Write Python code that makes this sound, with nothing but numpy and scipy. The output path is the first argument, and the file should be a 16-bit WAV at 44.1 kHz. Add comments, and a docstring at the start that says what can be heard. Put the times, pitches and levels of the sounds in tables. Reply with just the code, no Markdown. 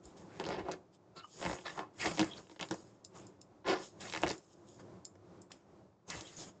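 """In a quiet room, a limp rubber balloon is stretched and knotted close to a small microphone.
The rubber sticks and slips on the fingers: slow slips snap, quicker ones creak, the quickest squeak.
Trains of slips and single blows ring the modes of the slack skin; squeaks are gliding tones.
Dry fingers hiss as shaped noise, hands push a little air, fingernails tick, and a low room tone drifts."""
import sys
import numpy as np
from scipy import signal
from scipy.fft import rfft, irfft, next_fast_len
from scipy.io import wavfile
from scipy.ndimage import uniform_filter1d, map_coordinates

SR = 44100
rng = np.random.default_rng(int(sys.argv[2]) if len(sys.argv) > 2 else 0)


def log_audio(samples):
    """Write samples as a 16-bit WAV file to the path given in sys.argv[1]."""
    # one column per channel
    frames = np.atleast_2d(samples).T
    # limit to full scale, then quantise
    limited = np.clip(frames, -1, 1)
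    pcm = np.round(limited * 32767).astype(np.int16)
    wavfile.write(sys.argv[1], SR, pcm)


N = 291060  # length of the scene in samples

# "Before trim" levels and times are shifted by the settings of the function that plays them.
# Pulls of the rubber through the fingers: (start [s], rise [s], hold [s], release [s],
# skin level before trim [dB], crackle level before trim [dB], slip rate at full effort [1/s],
# pitch where the skin answers best [Hz], unevenness [0-1],
# slowing as the pull slackens [octaves per dB], crackle centre [Hz])
RUBBER_PULLS = [ (.396, 0.00415, 0.0137, 0.0388, -37.5, -63, 193.3, 496, 0.11, 0.23, 2580),
                (.422, 0.06625, 0.0413, 0.1105, -37, -45.5, 184.3, 494, 0.26, -0.07, 2302),
                (0.558, 0.02696, 0.0109, 0.0627, -36.5, -55.5, 189, 393, 0.15, 0, 2374),
                (0.636, 0.0195, 0.0104, 0.052, -42, -70, 180, 370, 0.11, 0, 1700),
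                (0.658, 0.02754, 0.012, 0.0505, -37.5, -65, 290, 660, 0.12, 0.46, 1725),
                (0.698, 0.014, 0.025, .035, -40, -53, 185, 381, 0.15, 0.7, 1905),
                (1.15, 0.0156, 0.039, 0.057, -60.5, -62.5, 340, 1400, 0.11, 0, 3670),
                (1.375, 0.0518, 0.1032, 0.1135, -43.5, -51, 140, 678, 0.34, 0.12, 1932),
                (1.643, 0.0127, 0.01207, 0.085, -44.5, -45, 531, 1280, 0.27, 0.68, 2395),
                (1.749, 0.02896, 0.028, 0.097, -41, -58.5, 391, 929, 0.19, 0.5, 1408),
                (1.978, 0.0537, 0.0246, 0.0269, -45, -36, 1019, 1500, 0.22, -0.25, 2286),
                (2.032, 0.0214, 0.014, 0.0727, -35.5, -40, 317.7, 665, 0.17, 0, 2223),
                (2.172, 0.0281, 0.0294, 0.1164, -31, -53.5, 134, 296, 0.24, -0.41, 2186),
                (2.597, 0.014, 0.0212, 0.0516, -45.5, -52, 399, 990, 0.29, 0.4, 2380),
                (2.705, 0.00215, 0.0351, 0.03, -44, -60.5, 126, 190.6, 0.44, -0.1, 4550),
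                (3.65, 0.04374, 0.01386, 0.074, -26.5, -38, 377.3, 401, 0.02, 0.28, 4230),
                (3.642, .03, 0.062, 0.082, -38, -41, 400, 1117, 0.3, 0, 1640),
                (3.788, 0.014, 0.0117, 0.0585, -49.5, -63.5, 170, 216, 0.24, 0, 1780),
                (3.996, 0.0099, 0.0834, 0.048, -57.5, -52, 500, 890, 0.42, 0, 2910),
                (4.105, .031, 0.0786, 0.118, -38.5, -46, 158.4, 805, 0.33, -0.37, 2016),
                (4.231, 0.00477, 0.005, 0.0595, -30, -48.5, 176, 446, 0.37, 0.06, 2160),
                (4.25, .02, 0.0375, 0.055, -43, -48, 199.5, 517, 0.33, 1.4, 2120),
                (6.086, 0.0229, 0.01707, 0.1134, -58.5, -44.5, 428, 488, 0.34, -0.1, 2586),
                (6.202, 0.0221, 0.0113, 0.064, -55, -65, 350, 480, 0.32, 0.03, 2470)]
# Runs of snaps as a fold lets go: (start before lag [s], number of snaps [count], gap between them [s],
# crack level before trim [dB], crack centre [Hz], skin thump level before trim [dB],
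# pitch where the fold flaps best [Hz])
FOLD_SNAPS = [ (0.3979, 1, 0, -27, 3680, -37.5, 489), (.409, 1, 0, -39.5, 1600, -40.5, 699),
              (0.4393, 2, .0125, -31, 2890, -41.5, 292.5), (0.4639, 1, 0, -29.5, 4600, -36, 198.2),
              (0.4881, 1, 0, -30.5, 2790, -38, 198), (0.5447, 2, 0.0082, -45.5, 2000, -39.5, 400),
              (0.5938, 1, 0, -38, 2000, -40.5, 480), (0.686, 2, .0045, -47, 1500, -37, 600),
              (0.7137, 2, .005, -27.5, 4930, -51, 160.8), (1.413, 1, 0, -36.5, 1860, -42.5, 610),
              (1.4257, 1, 0, -28, 2000, -38.5, 401), (1.4395, 1, 0, -34, 2300, -42, 598),
              (1.4503, 2, .011, -25.5, 2100, -32.5, 285), (1.4729, 1, 0, -45.5, 1900, -35.5, 258),
              (1.4956, 1, 0, -35, 1900, -33, 262), (1.512, 2, .017, -33, 1890, -37, 604),
              (1.5855, 1, 0, -39.5, 2990, -48.5, 700), (1.7746, 1, 0, -38, 1483, -41.5, 945),
              (1.791, 1, 0, -30.5, 2300, -32, 802), (2.044, 1, 0, -26.5, 6500, -42.5, 642.6),
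              (2.057, 2, 0.003, -20.5, 2006, -34, 657.4), (2.0698, 1, 0, -25.5, 2800, -30.5, 330),
              (2.113, 1, 0, -31, 2385, -38.5, 278.2), (2.1732, 1, 0, -30, 2430, -41, 492),
              (2.1805, 1, 0, -27, 2470, -34, 607.7), (2.1933, 1, 0, -13.5, 3134, -26, 283),
              (2.2027, 2, .0096, -22, 3630, -25.5, 279), (2.228, 1, 0, -28.5, 1820, -32, 604),
              (2.2436, 1, 0, -29.5, 6000, -42, 401.3), (2.4691, 1, 0, -50.5, 3000, -60, 400),
              (2.4963, 2, .017, -45, 2800, -51.5, 401), (2.5612, 1, 0, -46.5, 2500, -53, 400),
              (2.5937, 1, 0, -34, 2800, -49, 600), (2.5984, 1, 0, -31.5, 2400, -43, 703),
              (2.61, 2, .017, -23, 2620, -41.5, 169.7), (2.687, 1, 0, -37, 4930, -52, 403),
              (2.71, 1, 0, -22, 5260, -30, 261), (2.719, 2, 0.0079, -39, 4020, -39, 200),
              (2.7416, 1, 0, -33.5, 6500, -40, 460), (4.0975, 1, 0, -29, 2850, -60.5, 600),
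              (4.124, 1, 0, -26.5, 2470, -54.5, 594), (4.136, 4, .0126, -23.5, 1950, -39, 586),
              (4.2176, 1, 0, -29.5, 6500, -43.5, 600), (4.228, 1, 0, -30.5, 2380, -40, 602.5),
              (4.2336, 1, 0, -17.5, 2564, -24.5, 600), (4.264, 2, .0075, -25, 1900, -39, 544.6),
              (4.2797, 4, 0.011, -23.5, 4770, -45.5, 501.4), (4.2995, 1, 0, -29.5, 5000, -48, 504),
              (4.3065, 1, 0, -29, 1754, -31, 437), (4.3312, 1, 0, -38, 4000, -47, 450),
              (5.1541, 1, 0, -54, 2300, -62, 404), (5.5167, 1, 0, -35, 3310, -62.5, 400),
              (6.101, 2, .003, -23.5, 5600, -61, 400), (6.2086, 1, 0, -28.5, 4800, -47.5, 400)]
# Resonances of the slack skin, before each grip shifts them:
# (pitch [Hz], width [Hz], level when pulled [dB], level when flapping free [dB])
SKIN_MODES = [(119, 20, -1, -2), (178.4, 42, -3.5, -1), (321, 17.6, 0, 8.5), (366.5, 30.6, 9.5, -3),
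              (411.3, 52, -1.5, -4.5), (467.2, 36, -3.5, -8), (557.4, 56, 1, -2.5), (662.9, 100, -8, -2.5),
              (849.6, 61, -3, -2), (1059.8, 130, -5, -15.5), (1168, 30, -5, -12), (1405.7, 130, -7.5, -7.5),
              (1810, 61, -6.5, -8.5), (2284, 40, -12.5, -10.5), (2583, 39, -10, -16.5),
              (2905, 46, -10.5, -12)]
# Thin squeaks, before arch and waver bend the pitch: (start [s], length [s], start pitch [Hz],
# end pitch [Hz], level [dB], step from one overtone to the next [dB], pitch waver [0-1])
RUBBER_SQUEAKS = [(1.156, 0.0795, 1341, 1264, -60, -12, 0.07),
                  (1.161, 0.052, 4241, 3953, -58.5, -26.5, 0.07),
                  (1.235, 0.0268, 1293, 1055, -57.5, -22.5, 0.07),
                  (1.231, 0.035, 2865, 2805, -64, -24.5, 0), (1.651, 0.0635, 1748, 1744, -52, -3, 0.16),
                  (1.995, 0.0588, 2323, 2537, -43.5, -2, 0.13),
                  (2.021, 0.0252, 1714, 2061, -45, -22.5, 0.09),
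                  (2.286, 0.1073, 3291, 3131, -58.5, -31, 0.08),
                  (2.312, 0.018, 3201, 3147, -50, -31.5, 0.02),
                  (2.371, 0.0142, 4252, 4453, -54.5, -31, 0.09), (6.243, 0.07, 3198, 3302, -60.5, -31, 0.1),
                  (6.363, 0.041, 6400, 6530, -55, -42, 0.06)]
# Colour of the dry hiss of fingers: (frequency [Hz], relative level [dB])
HISS_COLOUR = [(1500, -36.5), (3200, -6.5), (4400, -8.5), (5200, 0), (5900, -6.5), (6600, 1.5), (7400, 2.5),
               (9000, -4.5)]
# Colour of the soft rustle of fingers: (frequency [Hz], relative level [dB])
RUSTLE_COLOUR = [(80, -0.5), (170, 12), (350, 10.5), (900, 0), (1500, -2.5), (2500, -5), (3600, -10.5),
                 (6000, -15)]
# Dull pushes of the hands and sleeves: (start [s], length [s], level before the swell [dB])
HAND_PUSHES = [(.04, .06, -58), (.42, .36, -58), (1.43, .15, -50), (2.04, .1, -55), (2.18, .12, -56),
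               (4.2, .11, -48), (6.09, .15, -53)]
# Colour of the room tone: (frequency [Hz], relative level [dB])
ROOM_COLOUR = [(20, -17.5), (50, -21), (105, 1), (150, -6), (185, 2), (220, -2), (360, 0.5), (460, -10),
               (550, -7.5), (900, -16.5), (1050, -17.5), (1700, -26.5), (2800, -32), (8000, -30)]
# How long the walls ring on: (frequency [Hz], time to fall by 60 dB [s])
WALL_DECAY = [(150, 0.416), (1000, 0.23), (4000, 0.1), (8000, 0.268)]
# Frequency response of the microphone: (frequency [Hz], gain [dB])
MICROPHONE_RESPONSE = [(30, -3), (80, 1), (200, 0), (245, -7), (300, -0.5), (1000, 3.5), (3000, -1),
                       (7100, -4), (8000, -12.5), (8700, -22.5), (9200, -37)]
# Modes of a fingernail: (pitch [Hz], relative level [dB], time to fall by 60 dB [s])
NAIL_MODES = [(2870, -4.5, 0.0076), (3948, -7.5, 0.00595), (5160, -2, 0.00616), (7209, 0.5, 0.00643),
              (8373, 2.5, 0.00393)]
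# Fingernail ticks: (time [s], peak level [dB], pitch whose nearby modes ring most [Hz])
NAIL_TICKS = [(.055, -37.5, 8350), (3.048, -31, 5830), (3.174, -40.5, 6560), (3.268, -39.5, 7630),
              (3.415, -37.5, 5960), (4.38, -41, 6810), (5.052, -28, 6790), (5.418, -40, 8100),
              (5.519, -34, 5790)]
# Strokes of dry fingers over the rubber: (start [s], rise [s], hold [s], release [s],
# hiss level [dB], soft rustle level before trim [dB])
FINGER_STROKES = [ (0.025, 0.013, 0.0607, 0.11, -61.5, -66), (0.149, 0.023, 0.00816, 0.15, -54.5, -58),
                  (.15, 0.2253, 0.1352, .2, -63, -52.5), (0.896, 0.0414, 0.019, 0.044, -65, -70.5),
                  (1.14, 0.024, 0.033, 0.028, -58, -58), (1.184, 0.2335, 0.092, 0.28, -45, -53),
                  (1.628, 0.03, 0.146, 0.068, -55, -55), (1.936, 0.0716, 0.085, 0.5, -42, -46.5),
                  (2.157, 0.052, 0.037, 0.16, -56.5, -53.5), (2.279, 0.0986, 0.0185, 0.074, -55.5, -53),
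                  (2.48, 0.0334, 0.0114, 0.144, -61, -61.5), (2.578, 0.0777, 0.121, 0.33, -57, -62),
                  (3.111, 0.0456, 0.0214, 0.21, -55, -55), (3.65, 0.0257, 0.0657, 0.047, -48, -46.5),
                  (3.721, 0.0911, 0.0346, 0.1274, -46, -56.5), (3.992, 0.0162, 0.00994, 0.07, -44.5, -53),
                  (3.96, 0.0865, 0.018, 0.61, -46.5, -53), (4.223, 0.081, 0.0466, 0.059, -53.5, -54.5),
                  (4.453, 0.0795, 0.0088, 0.023, -61.5, -109), (4.617, 0.0723, 0.00535, 0.342, -58, -76),
                  (4.767, 0.0308, 0.016, 0.025, -62.5, -57), (5.492, 0.0146, 0.0344, 0.19, -65, -60),
                  (6.061, 0.02615, 0.1054, 0.169, -47.5, -51.5), (6.215, 0.0402, 0.1035, 0.3, -55, -58.5),
                  (6.332, 0.0525, 0.0484, 0.051, -44.5, -54.5), (6.396, 0.0333, 0.0606, 0.054, -53, -55.5)]

ROOM_DB, ROOM_DRIFT_DB = -62.5, 4  # middle level of the room tone and size of its slow drift
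TOP_HZ = 9130  # the microphone passes nothing from here up
# Each movement climbs this far over its rise, and falls this far in each release time
PULL_DEPTH_DB, STROKE_DEPTH_DB = 20, 31
CRACKLE_SWING = 1.087  # the crackle swings wider than the skin as the effort changes
RUB_DB = -14  # rustle of the fingers under a pull, before the pull's own level
SNAP_LOSS_DB = 0.5  # each snap of a run is this much weaker than the one before
SQUEAK_ARCH = 0.04995  # a squeak bends up by about this share of its pitch in the middle


def amp(db):
    """Turn decibels into gain."""
    return 10 ** (np.asarray(db) / 20)


def unit(x):
    """Scale a sound to an average (rms) level of 1."""
    return x / np.sqrt(np.mean(x ** 2) + 1e-20)


def along(points, hz):
    """Read a curve of (frequency, value) points on a log frequency axis."""
    f, v = np.transpose(points)
    return np.interp(np.log(hz + 1), np.log(f + 1), v)


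def wobble(rate, size):
    """Draw a smooth random curve with this many random points a second."""
    points = rng.standard_normal(int(size * rate / SR) + 4)
    return map_coordinates(points, [np.arange(size) * rate / SR])


def filtered(x, response):
    """Multiply the spectrum of a sound by a response that depends on frequency."""
    m = next_fast_len(len(x) + 8192)
    return irfft(rfft(x, m) * response(np.fft.rfftfreq(m, 1 / SR)), m)[:len(x)]


def noise(colour, size):
    """Make random noise of rms 1 with this colour."""
    return unit(filtered(rng.standard_normal(size), lambda f: amp(along(colour, f))))


def resonance(f, hz, width):
    """Response of one damped mode: strongest at its pitch, ringing only after it is driven."""
    return 1j * f * width / (hz * hz - f * f + 1j * f * width)


def add(track, s, sound):
    """Mix a sound into the track at time s."""
    part = track[max(round(s * SR), 0):][:len(sound)]
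    part += sound[:len(part)]


def effort(rise, hold, release, depth_db):
    """Level in dB of one hand movement: it swells, holds and dies away."""
    rise, hold, release = max(rise, .001), max(hold, 0), max(release, .005)
    t = np.arange(int((rise + hold + 2 * release) * SR)) / SR
    before = 1 - t / rise
    after = (t - rise - hold) / release
    return -depth_db * np.maximum(np.maximum(before, after), 0)


def patchy(x, depth_db, order=3, size=11):
    """The contact travels over the rubber: narrow bands swell and fade by different random amounts."""
    z = signal.stft(x, nperseg=256)[2]
    field = rng.standard_normal(z.shape)
    for _ in range(2):
        # smooth over neighbouring bands, then over time
        field = uniform_filter1d(uniform_filter1d(field, order, 0), size, 1)
    return unit(signal.istft(z * amp(depth_db * unit(field)), nperseg=256)[1][:len(x)])


def room_tone():
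    """A low background noise whose level drifts slowly."""
    level_db = ROOM_DB + ROOM_DRIFT_DB * wobble(6.5, N)
    return amp(level_db) * noise(ROOM_COLOUR, N)


def strokes(rustle_db=-1, grain_db=1.5, pressure_db=0.82):
    """Dry skin slides over the rubber in tiny catches that make the hiss and rustle uneven."""
    out = np.zeros(N)
    for s, rise, hold, release, high_db, low_db in FINGER_STROKES:
        effort_db = effort(rise, hold, release, STROKE_DEPTH_DB)
        size = len(effort_db)
        catches = unit(amp(grain_db * wobble(450, size) + pressure_db * wobble(45, size)))
        hiss = amp(high_db) * patchy(noise(HISS_COLOUR, size), depth_db=2.5)
        rustle = amp(low_db + rustle_db) * patchy(noise(RUSTLE_COLOUR, size), depth_db=3)
        add(out, s, amp(effort_db) * catches * (hiss + rustle))
    return out


def pushes():
    """The hands push a little air: dull noise that swells and fades."""
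    out = np.zeros(N)
    dull = [(20, -41.5), (65, 3.5), (150, -7.0), (300, -13.5), (900, -74.0)]  # (frequency [Hz], level [dB])
    for s, length, db in HAND_PUSHES:
        size = int(length * SR)
        add(out, s, amp(db) * np.hanning(size) * noise(dull, size))
    return out


def nails(lead_db=-16, lead_s=0.0042, focus_oct=0.504, attack_s=0.0005):
    """Fingernails catch on each other: a faint touch, then a thin tick that rings the modes near its centre."""
    out, t = np.zeros(N), np.arange(SR // 20) / SR
    for s, db, centre_hz in NAIL_TICKS:
        tick = 0
        for hz, level_db, t60 in NAIL_MODES:
            phase = 2 * np.pi * hz * t + 0.585 * wobble(1740, len(t))
            closeness = np.exp(-(np.log2(hz / centre_hz) / focus_oct) ** 2 / 2)
            tick += amp(level_db - 60 * t / t60) * closeness * np.sin(phase)
        tick *= 1 - np.exp(-t / attack_s)
        tick /= np.abs(tick).max()
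        add(out, s - lead_s, amp(db + lead_db) * tick)
        add(out, s, amp(db) * tick)
    return out


def dispersed(x, delay_s):
    """Rubber carries treble faster than bass: each slip becomes a short falling chirp (delay at 1000 Hz)."""
    return filtered(x, lambda f: np.exp(-4j * np.pi * delay_s * np.sqrt(1000 * f)))


def skin(force, best_hz, focus_db, grip_db, tension_spread, flapping=False):
    """The skin rings, pulled or flapping free; each new grip shifts its modes and favours those near best_hz."""
    modes = []
    grips = rng.standard_normal((len(SKIN_MODES), 2))
    for k, ((hz, width, pull_db, flap_db), (loudness, tension)) in enumerate(zip(SKIN_MODES, grips)):
        favour_db = focus_db * (np.exp(-np.log2(hz / best_hz) ** 2) - 1)
        db = (flap_db if flapping else pull_db) + favour_db + grip_db * loudness
        sign = (-1) ** (k // 2)  # the modes push in or out in pairs
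        modes.append((sign * amp(db), hz * np.exp(tension_spread * tension), width))

    def response(f):
        return sum(g * resonance(f, hz, width) for g, hz, width in modes) / (1 + 1j * f / 2500)

    return dispersed(filtered(force, response), 0.0006129)


def crackle(force, hz, shift_rate=45, spread=1.362, width_hz=1300, rim_hz=5000, rim_width_hz=1500,
            rim_db=-7, top_hz=6000, grit_db=-8, grit_t60=0.011):
    """The taut patch under the finger rings grittily around hz, drifting in colour, under a fixed bright rim."""
    turn = 1.66 * wobble(shift_rate, len(force))  # the colour drifts as the contact travels
    t = np.arange(SR // 50) / SR
    # grit is noise that fades after every slip; energy falls twice as fast in these dB
    energy = signal.fftconvolve(force ** 2, amp(-120 * t / grit_t60))[:len(force)]
    grit = unit(np.sqrt(np.abs(energy)) * rng.standard_normal(len(force)))
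    drive = unit(force) + amp(grit_db) * grit

    def ring(centre_hz, width):
        return filtered(drive, lambda f: resonance(f, centre_hz, width) / (1 + (f / top_hz) ** 12))

    low = np.abs(np.cos(turn)) * ring(hz / spread, width_hz)
    high = np.abs(np.sin(turn)) * ring(hz * spread, width_hz)
    return low - high + amp(rim_db) * ring(rim_hz, rim_width_hz)


def levelled(x, window_s=0.022):
    """Even out the slow level and keep the single slips."""
    power = np.abs(uniform_filter1d(x ** 2, max(int(window_s * SR), 2)))
    return x / np.sqrt(power + np.mean(x ** 2) / 20)


def creaks(size_db=3, skin_db=-3, crackle_db=-2.5, grab_s=0.0039, scrape=0.046):
    """Each pull is an uneven train of slips that crackle and drive the skin, louder and brighter with effort."""
    out = np.zeros(N)
    for (s, rise, hold, release, low_db, high_db, rate, best_hz, uneven, slowing,
         crackle_hz) in RUBBER_PULLS:
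        effort_db = effort(rise, hold, release, PULL_DEPTH_DB)
        size = len(effort_db)
        slip_rate = rate * 2 ** (slowing * effort_db) * np.exp(uneven * wobble(300, size))
        phase = np.cumsum(slip_rate) / SR
        # one slip, of random size, each time the phase passes a whole number
        slips = np.diff(np.floor(phase), prepend=-1) * amp(size_db * rng.standard_normal(size))
        # the rubber scrapes briefly after letting go, until it sticks again
        force = slips + scrape * rng.standard_normal(size) * np.exp(-3 * (phase % 1))
        ring = skin(force, best_hz, focus_db=10.5, grip_db=0.96, tension_spread=0.0174)
        body = amp(skin_db) * levelled(ring) + amp(RUB_DB) * noise(RUSTLE_COLOUR, size)
        grit = levelled(patchy(crackle(force, crackle_hz), depth_db=3))
        edge = amp(high_db + crackle_db + CRACKLE_SWING * effort_db) * grit
        grab = np.minimum(np.arange(size) / SR / grab_s, 1)  # short fade-in
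        add(out, s, grab * (amp(low_db + effort_db) * body + edge))
    return out


def crack(hz, t60, width_hz):
    """One release at the fingertip: a sharp edge and a gritty tail in a broad resonance, of total energy 1."""
    t = np.arange(SR // 20) / SR
    life = amp(-60 * t / .002) + .3 * amp(-60 * t / t60)
    burst = rng.choice([-1, 1], len(t)) * life
    edge = filtered(burst, lambda f: resonance(f, hz, width_hz) * f / (f + hz))
    return edge / np.linalg.norm(edge)


def flap(best_hz, slap_hz=620, slap_width_hz=600, slap_db=-3):
    """A freed fold slaps once and the skin rings on; peak 1."""
    blow = signal.unit_impulse(SR // 8)
    ring = skin(blow, best_hz, focus_db=10.5, grip_db=5.0, tension_spread=0.038, flapping=True)
    slap = filtered(blow, lambda f: resonance(f, slap_hz, slap_width_hz) / (1 + 1j * f / 1500))
    both = ring / np.abs(ring).max() + amp(slap_db) * slap / np.abs(slap).max()
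    return both / np.abs(both).max()


def snaps(crack_db=9, thump_db=2, lag_s=0.0010016, creep_db=-17, creep_s=0.002):
    """A stretched fold lets go in evenly spaced, weakening steps: each a crack, then the skin flaps."""
    out = np.zeros(N)
    for s, count, gap, db, hz, low_db, flap_hz in FOLD_SNAPS:
        for k in range(round(count)):
            at = s + lag_s + k * gap
            strength = amp(-SNAP_LOSS_DB * k)
            # the fold creeps a little just before it gives
            creep = crack(hz, t60=0.063, width_hz=1500)
            add(out, at - creep_s, strength * amp(db + crack_db + creep_db) * creep)
            add(out, at, strength * amp(db + crack_db) * crack(hz, t60=0.013, width_hz=0.501 * hz))
            add(out, at, strength * amp(low_db + thump_db) * flap(flap_hz))
    return out


def squeaks():
    """Taut rubber slips fast enough to sing: a gliding tone with two overtones, hoarse and fluttering."""
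    out = np.zeros(N)
    for s, length, start_hz, end_hz, db, overtone_db, hoarse in RUBBER_SQUEAKS:
        u = np.linspace(0, 1, int(length * SR))  # progress from start to end
        waver = hoarse * wobble(1500, len(u))
        flutter_db = 4.5 * wobble(350, len(u))
        glide_hz = start_hz + (end_hz - start_hz) * u
        pitch_hz = glide_hz * np.exp(waver + SQUEAK_ARCH * np.sin(np.pi * u))
        phase = 2 * np.pi * np.cumsum(pitch_hz) / SR
        tone = sum(amp(overtone_db * k) * np.sin((k + 1) * phase) for k in range(3))
        add(out, s, amp(db) * unit(tone * amp(flutter_db) * np.sqrt(u) * (1 - u)))
    return out


def room(x, early_db=-4, tail_db=-13, early_t60=0.0629, desk_hz=550):
    """Desk and chest throw back the treble at once and colour it, the walls ring on."""
    hz, t, z = signal.stft(rng.standard_normal(SR // 2), SR, nperseg=256)
    fade = amp(-60 * t / along(WALL_DECAY, hz)[:, None])
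    tail = signal.istft(z * fade, SR, nperseg=256)[1]
    t = np.arange(len(tail)) / SR
    early = rng.standard_normal(len(t)) * amp(-60 * t / early_t60) * (t > .001)
    early = filtered(early, lambda f: (1j * f / (desk_hz + 1j * f)) ** 2)  # cut the bass
    tail = tail * (t > .007)
    echo = amp(early_db) * early / np.linalg.norm(early) + amp(tail_db) * tail / np.linalg.norm(tail)
    return x + signal.fftconvolve(x, echo)[:N]


def scene():
    """Balloon and nails echo in the room; strokes, pushes and the low room tone are added without echo."""
    echoing = room(nails() + creaks() + snaps() + squeaks())
    return (room_tone() + strokes() + pushes() + echoing)[None]


def record(dry):
    """A small microphone with a narrow band."""
    return filtered(dry[0], lambda f: amp(along(MICROPHONE_RESPONSE, f)) * (f < TOP_HZ))[None]


dry = scene()
out = record(dry)
log_audio(out)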